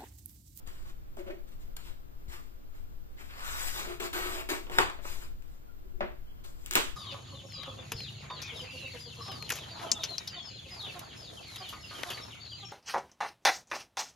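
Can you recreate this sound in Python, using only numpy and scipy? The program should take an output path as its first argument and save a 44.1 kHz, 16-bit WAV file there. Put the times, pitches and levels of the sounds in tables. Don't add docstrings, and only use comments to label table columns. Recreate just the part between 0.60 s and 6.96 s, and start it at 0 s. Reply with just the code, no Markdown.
import sys
import numpy as np
from scipy import signal
from scipy.fft import rfft, irfft, next_fast_len
from scipy.io import wavfile
from scipy.ndimage import uniform_filter1d, map_coordinates

SR = 44100
rng = np.random.default_rng(int(sys.argv[2]) if len(sys.argv) > 2 else 0)


def generate_wav(sig):
    pcm = np.round(np.clip(np.atleast_2d(sig).T, -1, 1) * 32767).astype(np.int16)
    wavfile.write(sys.argv[1], SR, pcm)


def boost_factor(decibels):
    exponent = np.asarray(decibels, float) / 20
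    return 10 ** exponent


N = 280476

# (start [s], rise [s], length [s], peak [dB], brightness [dB])
FOAM_GRIPS = [(0.06, 0.0085, 0.4, -61.5, -5.5), (0.247, 0.049, 0.096, -63.5, -6.5),
              (0.566, 0.03, 0.058, -60, -8), (0.697, 0.013, 0.046, -58.5, -22),
              (0.87, .015, 0.063, -66.5, -5), (0.913, 0.0079, 0.061, -69, -1.5),
              (0.989, 0.028, 0.12, -70.5, -0.5), (1.164, 0.0043, .009, -51, 5),
              (1.166, 0.0045, 0.1, -60.5, -12), (1.193, 0.086, 0.18, -59, -7),
              (1.676, 0.032, 0.28, -59.5, -3.5), (1.715, 0.022, .07, -57, -13),
              (2.132, 0.022, 0.19, -67.5, -7), (2.563, 0.051, 0.089, -54.5, -11.5),
              (4.413, 0.092, 0.31, -52.5, -2), (4.608, 0.018, 0.12, -58.5, -6),
              (4.792, 0.14, 0.28, -74.5, -2), (5.838, 0.0047, 0.17, -61, -0.5), (5.948, 0.12, .12, -70, 2)]
# (time [s], force [dB], brightness [dB])
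FIRST_DRAW = [(2.62, -54, -11), (2.672, -62.5, -11), (2.726, -55, -17.5), (2.864, -47, -6.5),
              (3.066, -48, -1), (3.104, -50.5, -1.5), (3.176, -46, -2.5), (3.316, -50.5, -13.5),
              (3.39, -62, -2)]
# (start [s], length [s], force [dB], change over the push [dB], brightness [dB])
SAW_PUSHES = [
    (3.397, 0.094, -45.5, 4.5, -10),
    (3.528, .31, -41.5, -6, -9),
    (3.888, .13, -36.5, -18.5, -9.5),
    (4.116, 0.13, -50.5, 12, -9.5),
]
# (start [s], rise [s], length [s], peak [dB], upper tone [dB])
TABLE_DRAGS = [
    (0.578, 0.03, .09, -45, -6),
    (0.66, 0.027, 0.058, -56.5, 10.5),
    (0.695, 0.011, 0.096, -47, -3.5),
    (0.761, 0.026, 0.095, -58, -12),
    (3.279, .025, 0.077, -50, -13),
    (5.239, 0.016, 0.082, -62, -15),
    (5.331, .015, .05, -59, -26),
    (5.384, 0.017, .03, -55, -12),
    (5.838, .015, 0.091, -63, -11),
    (6.112, .01, 0.11, -54.5, -19),
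]
# (time [s], peak [dB], brightness [dB], low end [dB])
FOAM_SNAPS = [(0.0745, -50, 5, -3), (0.5695, -56, 5.5, -4), (1.1675, -57.5, -8, 2), (3.4027, -41, 14, 14),
              (3.8891, -53, -7, 6), (3.897, -46, -13, -7), (4.0685, -50.5, -19.5, 7),
              (4.0985, -45, -3, 15.5), (4.1127, -48.5, 9, 14), (4.8235, -61, 2, -3), (5.8386, -63, -2, -11),
              (6.0395, -64, 6, -7), (6.0612, -38.5, 8, -8), (6.1107, -30, 4.5, -13), (6.1275, -36.5, 1, -5),
              (6.136, -32, 7, -11), (6.1545, -18.5, 2.5, -0.5)]
# (time [s], peak [dB], brightness [dB], thud [dB])
BLADE_KNOCKS = [
    (4.1855, -15.5, 1, -1),
    (4.204, -32, -1, 8.5),
    (4.299, -38.5, 1, -9.5),
    (4.454, -42.5, -17.5, 5),
]
# (time [s], peak [dB], brightness [dB], thud [dB])
HANDLE_KNOCKS = [
    (0.571, -49, -16, -8),
    (0.661, -59, -3, 12),
    (4.388, -47.5, 1, -5),
    (4.447, -47, 8, -7),
    (5.407, -29, -2, -11.5),
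    (5.426, -43, 9, 11),
]
# (start [s], length [s], pitch [Hz], width [Hz], level [dB])
BLADE_SQUEAKS = [
    (1.71, 0.12, 1160, 100, -62),
    (2.112, 0.062, 1320, 84, -72),
    (2.782, 0.23, 1340, 150, -48),
    (2.999, 0.084, 8000, 300, -51.5),
    (5.068, 0.044, 1384, 40, -69),
    (5.45, 0.087, 354, 30, -70.5),
    (5.65, 0.085, 3070, 80, -74),
    (5.675, 0.059, 3270, 60, -74),
    (5.75, 0.08, 3080, 72, -74),
]
# (time [s], peak [dB], pitch [Hz])
TABLE_THUDS = [
    (0.076, -41, 64.3),
    (1.684, -36, 63.4),
    (4.186, -43, 89),
    (6.154, -45, 174),
]
# (time [s], left over right [dB])
HANDS_PAN = [(0, -1.5), (2.5, 0), (5.301, 0), (5.9, -1), (6.05, -0.5), (6.36, -5)]

# (frequency [Hz], level per Hz [dB])
FOAM_COLOUR = [(120, -39), (200, -7), (306, -17), (361, 7), (503, 6.5), (652, -2.5), (770, -4.5),
               (1020, -1.5), (2130, -4.5), (2800, -7.5), (5870, -16), (8030, -14.5), (8810, -17),
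               (15000, -2.5), (16500, -36)]
# (frequency [Hz], level per Hz [dB])
SNAP_COLOUR = [(100, -16.5), (330, 1), (700, -5), (1100, 1.5), (2000, -4), (3200, -4), (5000, -13),
               (7800, -15.5), (9500, -20), (14500, -18.5), (16500, -19)]
# (frequency [Hz], level per Hz [dB])
BLADE_COLOUR = [(35, -76), (60, -17), (149, -15.5), (193, -19.5), (346, -1), (553, -7.5), (1050, 1.5),
                (1600, -5), (3940, -17), (5590, -26), (7940, -29), (10000, -32.5), (14600, -39),
                (16000, -60)]
# (frequency [Hz], level per Hz [dB])
HANDLE_COLOUR = [(35, -49), (60, -5), (156, -26), (222, -1.5), (287, -23), (363, -2.5), (458, -20),
                 (600, -7.5), (785, -17), (1950, -20.5), (4120, -37.5), (13900, -83), (16000, -75)]
# (frequency [Hz], width [Hz], level [dB])
TABLE_MODES = [(240, 68, -24.5), (367, 51, 20), (617, 58, -1.5), (662, 11, 18.5), (820, 810, -35)]
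# (frequency [Hz], time to fall 60 dB [s])
ROOM_DECAY = [(200, 0.35), (1000, 0.31), (4000, 0.4), (10000, 0.34), (16000, 0.27)]
# (frequency [Hz], level per Hz [dB])
RUMBLE_COLOUR = [(2.4, -80), (4.0, 1.5), (20, -6.5), (38, -17), (59, -16), (80, -26), (129, -25.5),
                 (189, -34.5), (220, -32.5), (290, -56), (480, -120)]
# (frequency [Hz], level per Hz [dB])
HISS_COLOUR = [(88, -2.5), (150, -21), (250, -4.5), (479, -11), (767, -16), (830, -17), (1030, -18.5),
               (1160, -19), (1410, -19), (1790, -25), (2050, -26.5), (4690, -31), (10300, -40.5),
               (15000, -23.5), (16500, -86)]
# (frequency [Hz], correlation [-1 to 1])
FLOOR_LIKENESS = [(20, 0.45), (60, 0.51), (130, -0.33), (300, -0.66), (1400, -0.63), (3100, 0.059),
                  (7000, -0.68), (15000, 0.36)]
# (frequency [Hz], phase [radians])
PORT_LEAD = [(150, 0.13), (500, 1.36), (700, 1.08), (1000, 2.12), (2200, 2.03), (3800, 2.32), (5200, 4.6),
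             (8000, 2.9), (9600, 2.03), (15000, 10.6)]
# (frequency [Hz], left over right [dB])
PORT_TILT = [(50, 9), (400, 5), (1000, 3.5), (3500, 2.9), (5200, 5), (6200, 8), (7200, 16.5), (8300, 19.5),
             (9000, 2.5), (12000, 6.5), (15000, 5)]
# (frequency [Hz], level relative to its neighbours [dB])
GATE_THRESHOLD = [(2200, -60), (2600, -5), (3600, -4), (4400, -1.8), (5000, -2.2), (5700, -1.7),
                  (7000, -3.4), (8700, -2), (10500, -1.3), (12000, -2.8), (15000, -3.2), (15300, -60)]


def strokes():
    bursts_per_s = 2500
    sizes = boost_factor(3.34 * np.minimum(rng.exponential(size=N), 4))
    sizes = sizes * (rng.random(N) < bursts_per_s / SR)
    grain = (0.47 * unit(sizes) + 1) * rng.standard_normal((2, N))
    shared, apart = patches(grain, patchy_db=2.0)
    apart = filtered(apart, lambda f: 0.33 + 0.76 * above(f, 7400))
    cells = unit(np.array([shared + apart, shared - apart])) * boost_factor(wobble(35))
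    foam, drag = motion()

    turns = np.outer([359, 575], np.arange(N) / SR)
    wander = 1.05 * np.array([wobble(40), wobble(60)])
    rings = np.sqrt(2) * np.sin(2 * np.pi * turns + wander)

    part_trims = boost_factor([[2.5], [0.5], [1.5], [-1.5]])
    rasp = played(cells, foam * part_trims, foam_bands() + [resonances(TABLE_MODES)])
    return rasp + np.sum(drag * rings, axis=0)


def motion():
    bite_s, stop_s = 0.0027, 0.036
    deep_table_db, shallow_table_db = 3, -21
    t = np.arange(N) / SR
    foam, drag = np.zeros((4, N)), np.zeros((2, N))

    for s, rise, length, db, bright_db in FOAM_GRIPS:
        foam += swell(s, rise, length) * layers(db, bright_db, table_db=-7)

    for s, rise, length, db, upper_db in TABLE_DRAGS:
        pressure = swell(s, rise, length)
        drag += boost_factor([[db], [db + upper_db]]) * pressure
        foam += pressure * layers(db + upper_db - 11, bright_db=-20.5, table_db=6)

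    for s, length, db, change_db, bright_db in SAW_PUSHES:
        on = np.clip((t - s) / bite_s, 0, 1) * np.clip((s + length - t) / stop_s, 0, 1)
        change = boost_factor(change_db * np.clip((t - s) / length, 0, 1))
        table_db = deep_table_db - 2.2 * (bright_db + 11)
        foam += on * change * layers(db, bright_db, table_db)

    s, db, bright_db = np.transpose(FIRST_DRAW)
    on = np.clip(np.minimum(t - s[0], s[-1] - t) / stop_s, 0, 1)
    depth = np.interp(t, [s[0], 3.28], [0, 1]) ** 4.3
    table_db = shallow_table_db + (deep_table_db - shallow_table_db) * depth
    foam += on * layers(np.interp(t, s, db), np.interp(t, s, bright_db), table_db)

    drag[0] += boost_factor(-6) * foam[3]
    return foam, drag


def swell(start, rise, length):
    t = np.arange(N) / SR - start
    build = np.clip(t / rise, 0, 1) ** 0.82
    ease = np.clip((length - t) / (length - rise), 0, 1) ** 1.98
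    return build * ease


def layers(db, bright_db, table_db):
    air_db = -8.5 + 0.83 * bright_db
    parts_db = np.array([0 * bright_db, bright_db, air_db, table_db + 0 * bright_db])
    return boost_factor(db + parts_db).reshape(4, -1)


def foam_bands():
    colour = lambda f: boost_factor(along(FOAM_COLOUR, f))
    return [lambda f: colour(f) * above(f, 645) * (1 - above(f, 4970)),
            lambda f: colour(f) * above(f, 3730) * (1 - above(f, 8900)),
            lambda f: colour(f) * above(f, 8400)]


def snaps():
    return boost_factor(9.5) * blows(FOAM_SNAPS, SNAP_COLOUR, bright_hz=6000, low_hz=1290,
                            rattle=0.46, life_s=0.007, sent_db=1.0)


def knocks():
    edge = blows(BLADE_KNOCKS, BLADE_COLOUR, bright_hz=2860, low_hz=350,
                 rattle=0.23, life_s=0.016, sent_db=-4.5)
    handle = blows(HANDLE_KNOCKS, HANDLE_COLOUR, bright_hz=1530, low_hz=350,
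                   rattle=0.28, life_s=0.033, sent_db=1.0)
    return boost_factor(8.5) * edge + boost_factor(2.0) * handle


def blows(events, colour, bright_hz, low_hz, rattle, life_s, sent_db):
    out = np.zeros((2, N + SR))
    f = np.fft.rfftfreq(4096, 1 / SR)
    t = np.arange(SR // 10) / SR
    for s, db, bright_db, low_db in events:
        force = rattle * rng.standard_normal(len(t)) * boost_factor(-60 * t / life_s)
        force[0] = 1
        shelves_db = bright_db * above(f, bright_hz) + low_db * (1 - above(f, low_hz))
        pulse = causal(along(colour, f) + shelves_db)
        pulse *= boost_factor(db) / np.abs(pulse).max()
        rattled = signal.fftconvolve(pulse, force)
        start = round(s * SR)
        out[0, start:][:len(rattled)] += rattled
        out[1, start:][:len(pulse)] += boost_factor(sent_db) * pulse * np.linalg.norm(force)
    return out[:, :N]


def squeaks():
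    t, out = np.arange(N) / SR, np.zeros(N)
    for s, length, hz, width, db in BLADE_SQUEAKS:
        arch = np.sin(np.pi * np.clip((t - s) / length, 0, 1))
        out += played(rng.standard_normal(N), [boost_factor(db) * arch], [resonances([(hz, width, 0)])])
    return out


def thuds():
    out, t = np.zeros(N + SR), np.arange(SR // 5) / SR
    for s, db, hz in TABLE_THUDS:
        decay = boost_factor(db + 3 - 60 * t / 0.077)
        out[round(s * SR):][:len(t)] += decay * np.sin(2 * np.pi * hz * t)
    return out[:N]


def room(x):
    step, delay = SR // 4, 110
    out = np.zeros((2, N + SR))
    for start in range(0, N, step):
        hz, t, z = signal.stft(rng.standard_normal((2, SR // 2)), SR, nperseg=256)
        decay = boost_factor(-60 * t / along(ROOM_DECAY, hz)[:, None])
        a, b = signal.istft(z * decay, SR, nperseg=256)[1]
        tails = np.array([a + 0.63 * b, a - 0.8 * b])
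        tails = tails / np.linalg.norm(tails[0])
        wet = signal.fftconvolve(x[None, start:start + step], tails, axes=1)
        out[:, start + delay:][:, :wet.shape[1]] += wet
    return out[:, :N]


def floor(rubbing):
    busy = boost_factor(-16) * uniform_filter1d(np.abs(rubbing), round(0.26 * SR))
    beds = [(RUMBLE_COLOUR, boost_factor(-42.5), 1.8), (HISS_COLOUR, boost_factor(-57) + busy, 0.6)]
    turn = lambda f: np.arccos(np.clip(along(FLOOR_LIKENESS, f), -1, 1)) / 2
    out = 0
    for colour, gain, unsteady_db in beds:
        shape = lambda f: boost_factor(along(colour, f)) * [np.cos(turn(f)), np.sin(turn(f))]
        mid, side = filtered(rng.standard_normal((2, N)), shape)
        bed = unit(np.array([mid + side, mid - side]))
        out = out + gain * boost_factor(unsteady_db * wobble(4.09)) * bed
    return filtered(out, lambda f: boost_factor(0.69 * along(PORT_TILT, f) * [[0.5], [-0.5]]))


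def unit(x):
    return x / np.sqrt(np.mean(x ** 2) + 1e-20)


def along(points, hz):
    f, v = np.transpose(points)
    return np.interp(np.log(hz + 1), np.log(f + 1), v)


def filtered(x, response):
    m = next_fast_len(N + SR // 2)
    return irfft(rfft(x, m) * response(np.fft.rfftfreq(m, 1 / SR)), m)[..., :N]


def above(f, hz):
    return 1 / (1 + (hz / (f + 1)) ** 6)


def resonances(modes):
    def response(f):
        total = 0
        for k, (hz, width, db) in enumerate(modes):
            damping = 1j * f * width
            total = total + (-1) ** k * boost_factor(db) * damping / (hz * hz - f * f + damping)
        return total
    return response


def played(source, gains, responses):
    grid = np.linspace(0, SR / 2, 4096)
    out = 0
    for gain, response in zip(gains, responses):
        strength = np.sqrt(np.mean(np.abs(response(grid)) ** 2))
        out = out + filtered(source * gain, response) / strength
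    return out


def wobble(rate):
    knots = rng.standard_normal(int(N * rate / SR) + 4)
    return map_coordinates(knots, [np.arange(N) * rate / SR])


def patches(x, patchy_db):
    z = signal.stft(x, nperseg=256)[2]
    field = uniform_filter1d(rng.standard_normal(z.shape[1:]), 5, 0)
    field = uniform_filter1d(field, 12, 1)
    return signal.istft(z * boost_factor(patchy_db * unit(field)), nperseg=256)[1][:, :N]


def causal(db):
    cepstrum = irfft(np.log(boost_factor(db)))
    cepstrum[1:len(db) - 1] *= 2
    cepstrum[len(db):] = 0
    return irfft(np.exp(rfft(cepstrum)))


def gate(x):
    cross = np.array([[1, 0.89], [1, -1.176]]) / np.sqrt(2)
    hz, _, z = signal.stft(cross @ x, SR, nperseg=1024, noverlap=768)
    power = uniform_filter1d(np.abs(z) ** 2, 8, 2)
    near, wide = uniform_filter1d(power, 5, 1), uniform_filter1d(power, 35, 1)
    treble = np.sum(np.abs(z[:, hz > 2000]) ** 2, axis=(0, 1))
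    calm = treble < 1.6 * uniform_filter1d(treble, 12)
    shut = calm & (near < wide * boost_factor(2 * along(GATE_THRESHOLD, hz))[:, None])
    gated = signal.istft(z * np.where(shut, 0.03, 1), SR, nperseg=1024, noverlap=768)[1]
    return cross @ gated[:, :N]


def scene():
    halves = np.array([[0.5], [-0.5]])
    rubbing = strokes() + squeaks()
    hits, sent = snaps() + knocks()
    top = lambda f: boost_factor(-25 / (1 + np.exp((15700 - f) / 60)))
    lasting = boost_factor(3.0) * rubbing + room(boost_factor(-2.0) * rubbing[0] + boost_factor(3.0) * sent)
    straight = filtered(hits, lambda f: boost_factor(5 * above(f, 2000)))
    air = filtered(lasting, top) + straight + thuds()
    air = air * boost_factor(np.interp(np.arange(N) / SR, *np.transpose(HANDS_PAN)) * halves)
    ports = lambda f: boost_factor(along(PORT_TILT, f) * halves) * np.exp(1j * along(PORT_LEAD, f) * halves)
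    return filtered(air, ports) + filtered(floor(rubbing[0]), top)


def low_pass(x):
    return signal.sosfilt(signal.butter(12, 16810, fs=SR, output="sos"), x)


def record(dry):
    rounded = dry / (1 + np.abs(dry / 0.62) ** 4) ** (1 / 4)
    return low_pass(gate(rounded))


dry = scene()
out = record(dry)
generate_wav(out)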